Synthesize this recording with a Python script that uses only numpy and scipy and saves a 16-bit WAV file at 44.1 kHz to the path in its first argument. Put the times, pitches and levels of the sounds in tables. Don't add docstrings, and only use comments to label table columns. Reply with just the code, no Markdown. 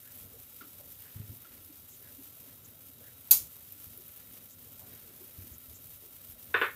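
import sys
import numpy as np
from scipy import signal
from scipy.fft import rfft, irfft, next_fast_len
from scipy.io import wavfile
from scipy.ndimage import map_coordinates

SR = 44100
rng = np.random.default_rng(int(sys.argv[2]) if len(sys.argv) > 2 else 0)


def wrap_up_sound(samples):
    columns = np.atleast_2d(samples).T
    tamed = np.clip(columns, -1, 1)
    steps = np.round(tamed * 32767).astype(np.int16)
    wavfile.write(sys.argv[1], SR, steps)


N = 297807
T = np.arange(N) / SR
AGE = T[:SR // 2]


def undb(db):
    return 10 ** (np.asarray(db) / 20)


def unit(x):
    return x / np.sqrt(np.mean(x ** 2))


def add(out, start_s, sound):
    start = max(int(start_s * SR), 0)
    part = sound[:max(N - start, 0)]
    out[start:start + len(part)] += part


def fade(t60_s):
    return np.exp(-np.log(1000) * AGE / t60_s)


def swell(rise_s):
    return 1 - np.exp(-AGE / rise_s)


def hump(length_s):
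    return np.sin(np.pi * np.minimum(T / length_s, 1)) ** 2


def walk(rate_hz):
    steps = rng.standard_normal(2048)
    return unit(map_coordinates(steps, [T * rate_hz], order=2, mode="wrap"))


def colour(x, spectrum):
    hz, db = np.transpose(spectrum)
    size = next_fast_len(len(x))
    bins_hz = np.maximum(np.fft.rfftfreq(size, 1 / SR), 1)
    gain = undb(np.interp(np.log(bins_hz), np.log(hz), db))
    return unit(irfft(rfft(x, size) * gain, size)[:len(x)])


def band(hz, width_hz, size=len(AGE)):
    bins_hz = np.maximum(np.fft.rfftfreq(size, 1 / SR), 1)
    detune = (bins_hz / hz - hz / bins_hz) * hz / width_hz
    return unit(irfft(rfft(rng.standard_normal(size)) / (1 + detune ** 2), size))


def band_swell(hz, width_hz, length_s):
    return band(hz, width_hz) * hump(length_s)[:len(AGE)]


def pop(hz, width_hz, t60_s):
    return band(hz, width_hz) * fade(t60_s) * swell(rise_s=0.5 / width_hz)


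def ring(modes):
    tones = sum(undb(db) * np.sin(2 * np.pi * (hz * AGE + rng.random())) * fade(t60_s)
                for hz, db, t60_s in modes)
    onset_rms = np.sqrt(np.sum(undb(np.array(modes)[:, 1]) ** 2) / 2)
    return tones / onset_rms


def burst(spectrum, t60_s, rise_s):
    return colour(rng.standard_normal(len(AGE)), spectrum) * fade(t60_s) * swell(rise_s)


def grains(per_s, spread_db, smear_db, smear_t60_s):
    strength = undb(spread_db * np.minimum(rng.exponential(size=N), 5))
    clicks = (rng.random(N) < per_s / SR) * strength * rng.choice([-1, 1], N)
    tail_power = np.abs(signal.fftconvolve(clicks ** 2, fade(smear_t60_s) ** 2)[:N])
    return unit(clicks + undb(smear_db) * np.sqrt(tail_power) * rng.standard_normal(N))


def sizzle(steam_db=-5, fizz_db=-4, flicker_db=1.15, gain_db=2.0):
    # time in seconds, level in dB before gain_db.
    frying_levels = [(0, -52.5), (.7, -52), (1.5, -53.5), (2.3, -52.5), (3.1, -54.5), (3.7, -51.5),
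                     (4.5, -52.5), (6.75, -52)]
    # frequency in Hz, relative density in dB.
    pan_spectrum = [(700, -16), (1000, -14.5), (1350, -18), (1700, -16.5), (3300, -10), (3850, -14),
                    (4300, -13), (6000, -12), (8000, -10), (11300, -5.5), (12700, 0), (13700, 1.5),
                    (15500, -5)]
    fizz_spectrum = [(7000, -21), (11000, -8.5), (13500, 0.5), (15500, -4)]
    crackle = grains(per_s=1300, spread_db=2.5, smear_db=-17.5, smear_t60_s=0.037)
    steam = undb(steam_db) * rng.standard_normal(N)
    fizz = colour(grains(per_s=450, spread_db=3.5, smear_db=-6, smear_t60_s=0.023), fizz_spectrum)
    frying = unit(colour(crackle + steam, pan_spectrum) + undb(fizz_db) * fizz)
    level_db = np.interp(T, *np.transpose(frying_levels)) + gain_db
    return frying * undb(level_db + flicker_db * walk(rate_hz=25))


def whine():
    # centre in Hz, width in Hz, level in dB.
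    rings = [(1343, 130, -77.5), (3810, 160, -75.5)]
    return sum(undb(db) * band(hz, width_hz, size=next_fast_len(N))[:N] for hz, width_hz, db in rings)


def drone(level_db=-61.5, waver_db=2.0):
    # frequency in Hz, relative density in dB.
    spectrum = [(25, -15), (45, -12), (70, -5), (100, 2), (130, -7), (200, -10.5), (250, -5), (310, -15),
                (400, -16), (560, -14), (800, -25), (1500, -27.5), (4000, -40.5)]
    return colour(rng.standard_normal(N), spectrum) * undb(level_db + waver_db * walk(rate_hz=8.2))


def swishes(count=4, first_s=0.062, every_s=1.004, length_s=0.155, hz=1680, width_hz=500, db=-65.5):
    out = np.zeros(N)
    for middle_s in first_s + every_s * np.arange(count):
        add(out, middle_s - length_s / 2, undb(db) * band_swell(hz, width_hz, length_s))
    return out


def simmer(count=70, base_db=-65, low_hz=250, high_hz=1600, t60_cycles=60):
    out = np.zeros(N)
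    for when, pitch, strength in rng.random((count, 3)):
        hz = low_hz * (high_hz / low_hz) ** pitch
        blip = np.sin(2 * np.pi * hz * AGE) * fade(t60_cycles / hz) * swell(rise_s=0.0043)
        add(out, when * N / SR, undb(base_db + 9.0 * strength - 4 * pitch) * blip)
    return out


def plops(q=3.8, t60_s=0.21):
    # start in seconds, level in dB, pitch in Hz.
    bubbles = [(.335, -56, 471), (.794, -52.5, 575), (1.681, -53, 292), (2.18, -50, 270), (3.005, -59, 510),
               (3.97, -55, 378), (4.81, -57, 750), (5.08, -57.5, 377), (5.203, -54, 364),
               (5.427, -46.5, 263), (6.021, -54.5, 382)]
    out = np.zeros(N)
    for start_s, db, hz in bubbles:
        add(out, start_s, undb(db) * pop(hz, hz / q, t60_s))
    return out


def taps():
    # start in seconds, level in dB.
    touches = [(.608, -43), (1.445, -56)]
    # centre in Hz, width in Hz, relative level in dB, t60 in seconds.
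    resonances = [(1356, 200, -1.5, 0.15), (2400, 3600, -13, 0.23), (273, 180, -12, 0.42)]
    out = np.zeros(N)
    for start_s, db in touches:
        tap = sum(undb(ring_db) * pop(hz, width_hz, t60_s) for hz, width_hz, ring_db, t60_s in resonances)
        add(out, start_s, undb(db) * tap)
    return out


def rustle(uneven_db=2.2, fidget_db=-76):
    # middle in seconds, level in dB, length in seconds.
    rubs = [(1.12, -66, .5), (1.498, -64, .26), (3.3, -73, 1), (4.28, -67, 0.65), (5.0, -68, 0.46),
            (5.4, -70, .5), (6.423, -68.5, 0.5)]
    # frequency in Hz, relative density in dB.
    spectrum = [(200, -8), (400, 5.5), (800, -4.5), (1400, 1.5), (2400, 1), (4000, -4), (8000, -11),
                (15000, -28)]
    rubbing = grains(per_s=900, spread_db=3.0, smear_db=-21.0, smear_t60_s=0.06)
    power = np.full(N, undb(fidget_db) ** 2)
    for middle_s, db, length_s in rubs:
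        add(power, middle_s - length_s / 2, undb(db) ** 2 * hump(length_s))
    return colour(rubbing, spectrum) * np.sqrt(power) * undb(uneven_db * walk(rate_hz=14))


def spits():
    # start in seconds, level in dB.
    drops = [(.988, -46), (3.722, -36.5), (3.975, -39), (4.08, -41), (4.116, -43.5), (5.582, -40),
             (6.443, -43)]
    out = np.zeros(N)
    for start_s, db in drops:
        add(out, start_s, undb(db) * pop(hz=13300, width_hz=4500, t60_s=0.028))
    return out


def bumps(pushes=3, scatter=0.146, gap_s=0.037, step_db=-7.5, push_t60_s=0.11, thud_db=-16):
    # start in seconds, level in dB, pitch in Hz.
    hits = [(1.157, -33.5, 105.6), (1.197, -34, 106), (1.294, -34.5, 102), (3.401, -49, 70),
            (3.867, -44.5, 85), (5.382, -36.5, 93.3), (5.513, -41.5, 73.6), (5.682, -45, 75),
            (6.291, -45.5, 77)]
    out = np.zeros(N)
    for start_s, db, hz in hits:
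        add(out, start_s, undb(db + thud_db) * pop(hz=210, width_hz=106, t60_s=0.22))
        for k, (late, detune) in enumerate(scatter * rng.standard_normal((pushes, 2))):
            push_hz = hz * (1 + k * detune / 2)
            push = np.sin(2 * np.pi * push_hz * AGE) * fade(push_t60_s) * swell(rise_s=0.002)
            add(out, start_s + k * gap_s * (1 + late), undb(db + k * step_db) * push)
    return out


def chirps(hz=6900, width_hz=2000):
    # middle in seconds, level in dB, length in seconds.
    calls = [(1.931, -60.5, .15), (2.655, -56, 0.033), (4.519, -60, 0.083), (5.542, -59, .06),
             (5.762, -58, 0.084)]
    out = np.zeros(N)
    for middle_s, db, length_s in calls:
        add(out, middle_s - length_s / 2, undb(db) * band_swell(hz, width_hz, length_s))
    return out


def clink(ring_db=-17, room_db=-17):
    # start in seconds, level in dB.
    contacts = [(3.3094, -8.5), (3.3113, -7.5), (3.3152, -14), (3.327, -21), (3.37, -24)]
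    # frequency in Hz, relative level in dB, t60 in seconds.
    bowl_modes = [(870, -25.5, 0.2), (2275, -25.5, 0.25), (2607, -13, 0.1), (2970, -32, 0.32),
                  (3340, -21, 0.13), (3830, -12, 0.16), (3970, -16, 0.18), (4670, -5, 0.091),
                  (5400, -17, 0.13), (6110, -22, 0.23), (6630, -7, 0.19), (6820, -9, 0.21),
                  (6670, -14, 0.2), (7470, -14, 0.27), (9400, -5.5, 0.16), (10600, -2, 0.17),
                  (12030, -9, 0.2), (12400, -11, 0.15), (12680, -6, 0.21), (12910, -6, .17),
                  (13470, -8, .18), (13660, 4, 0.19), (13650, -6, .19), (13900, -7, .18), (15200, -2, 0.17)]
    # frequency in Hz, relative density in dB.
    crack_spectrum = [(250, -30.5), (600, -40), (900, -43), (1600, -47), (3000, -24.5), (4200, -8),
                      (5500, -20), (6700, -1), (8200, -14), (10500, -4), (11500, -4), (12600, 4),
                      (13800, 3.5), (15500, 0)]
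    room_spectrum = [(400, -24.5), (750, -30), (950, -16.5), (1700, -22.5), (2600, -16.5), (4000, -11),
                     (5000, -7), (6700, -3.5), (8200, -6), (10700, -2), (13500, 2.5), (15500, -5.5)]
    out = np.zeros(N)
    for start_s, db in contacts:
        add(out, start_s, undb(db) * burst(crack_spectrum, t60_s=0.047, rise_s=0.0002))
    glass = undb(ring_db) * ring(bowl_modes) * swell(rise_s=0.0015)
    tiles = undb(room_db) * burst(room_spectrum, t60_s=0.25, rise_s=0.0077)
    add(out, contacts[0][0], glass + tiles)
    return out


def knocks(ring_db=-4, room_db=-1.5, echo_s=0.0061, echo_db=6, low_hz=290):
    # start in seconds, level in dB.
    landings = [(6.5415, -18.5), (6.6138, -19)]
    # frequency in Hz, relative level in dB, t60 in seconds.
    dish_modes = [(379.6, -5.5, 0.17), (429.6, -9.5, 0.2), (471, -6.5, 0.18), (1044, -5.5, 0.18),
                  (1122, -4, 0.1), (1150, -8, 0.16), (1285, -6, 0.13), (1430, -6, 0.19), (1493, 3.5, 0.17),
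                  (1732, 0.5, 0.21), (1827, -12, 0.22), (1833, -4, 0.25), (2190, -14, 0.34),
                  (2401, -21, 0.22), (2665, -7, 0.14), (3560, -13, 0.21)]
    # frequency in Hz, relative density in dB.
    spectrum = [(150, -36), (300, -15), (400, -7), (500, -5.5), (720, -14), (1050, -3.5), (1450, 3),
                (2000, -4), (2600, -5.5), (3000, -12.5), (3700, -16.5), (4600, -32), (7000, -49),
                (12000, -65)]
    out = np.zeros(N)
    for start_s, db in landings:
        crack = burst(spectrum, t60_s=0.04, rise_s=0.00091)
        dish = undb(ring_db) * ring(dish_modes) * swell(rise_s=0.0017)
        room = undb(room_db) * burst(spectrum, t60_s=0.21, rise_s=0.02)
        slap = undb(echo_db) * burst(spectrum, t60_s=0.011, rise_s=0.001)
        add(out, start_s, undb(db) * (crack + dish + room))
        add(out, start_s + echo_s, undb(db) * slap)
    return signal.sosfilt(signal.butter(4, low_hz, "high", fs=SR, output="sos"), out)


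def scene():
    stove = sizzle() + simmer() + whine() + plops() + spits()
    cook = rustle() + clink() + knocks() + bumps() + taps()
    return (stove + cook + drone() + chirps() + swishes())[None]


def record(dry, low_hz=38, top_hz=15540):
    thinned = signal.sosfilt(signal.butter(2, low_hz, "high", fs=SR, output="sos"), dry)
    return signal.sosfilt(signal.ellip(12, 0.1, 80, top_hz, fs=SR, output="sos"), thinned)


dry = scene()
out = record(dry)
wrap_up_sound(out)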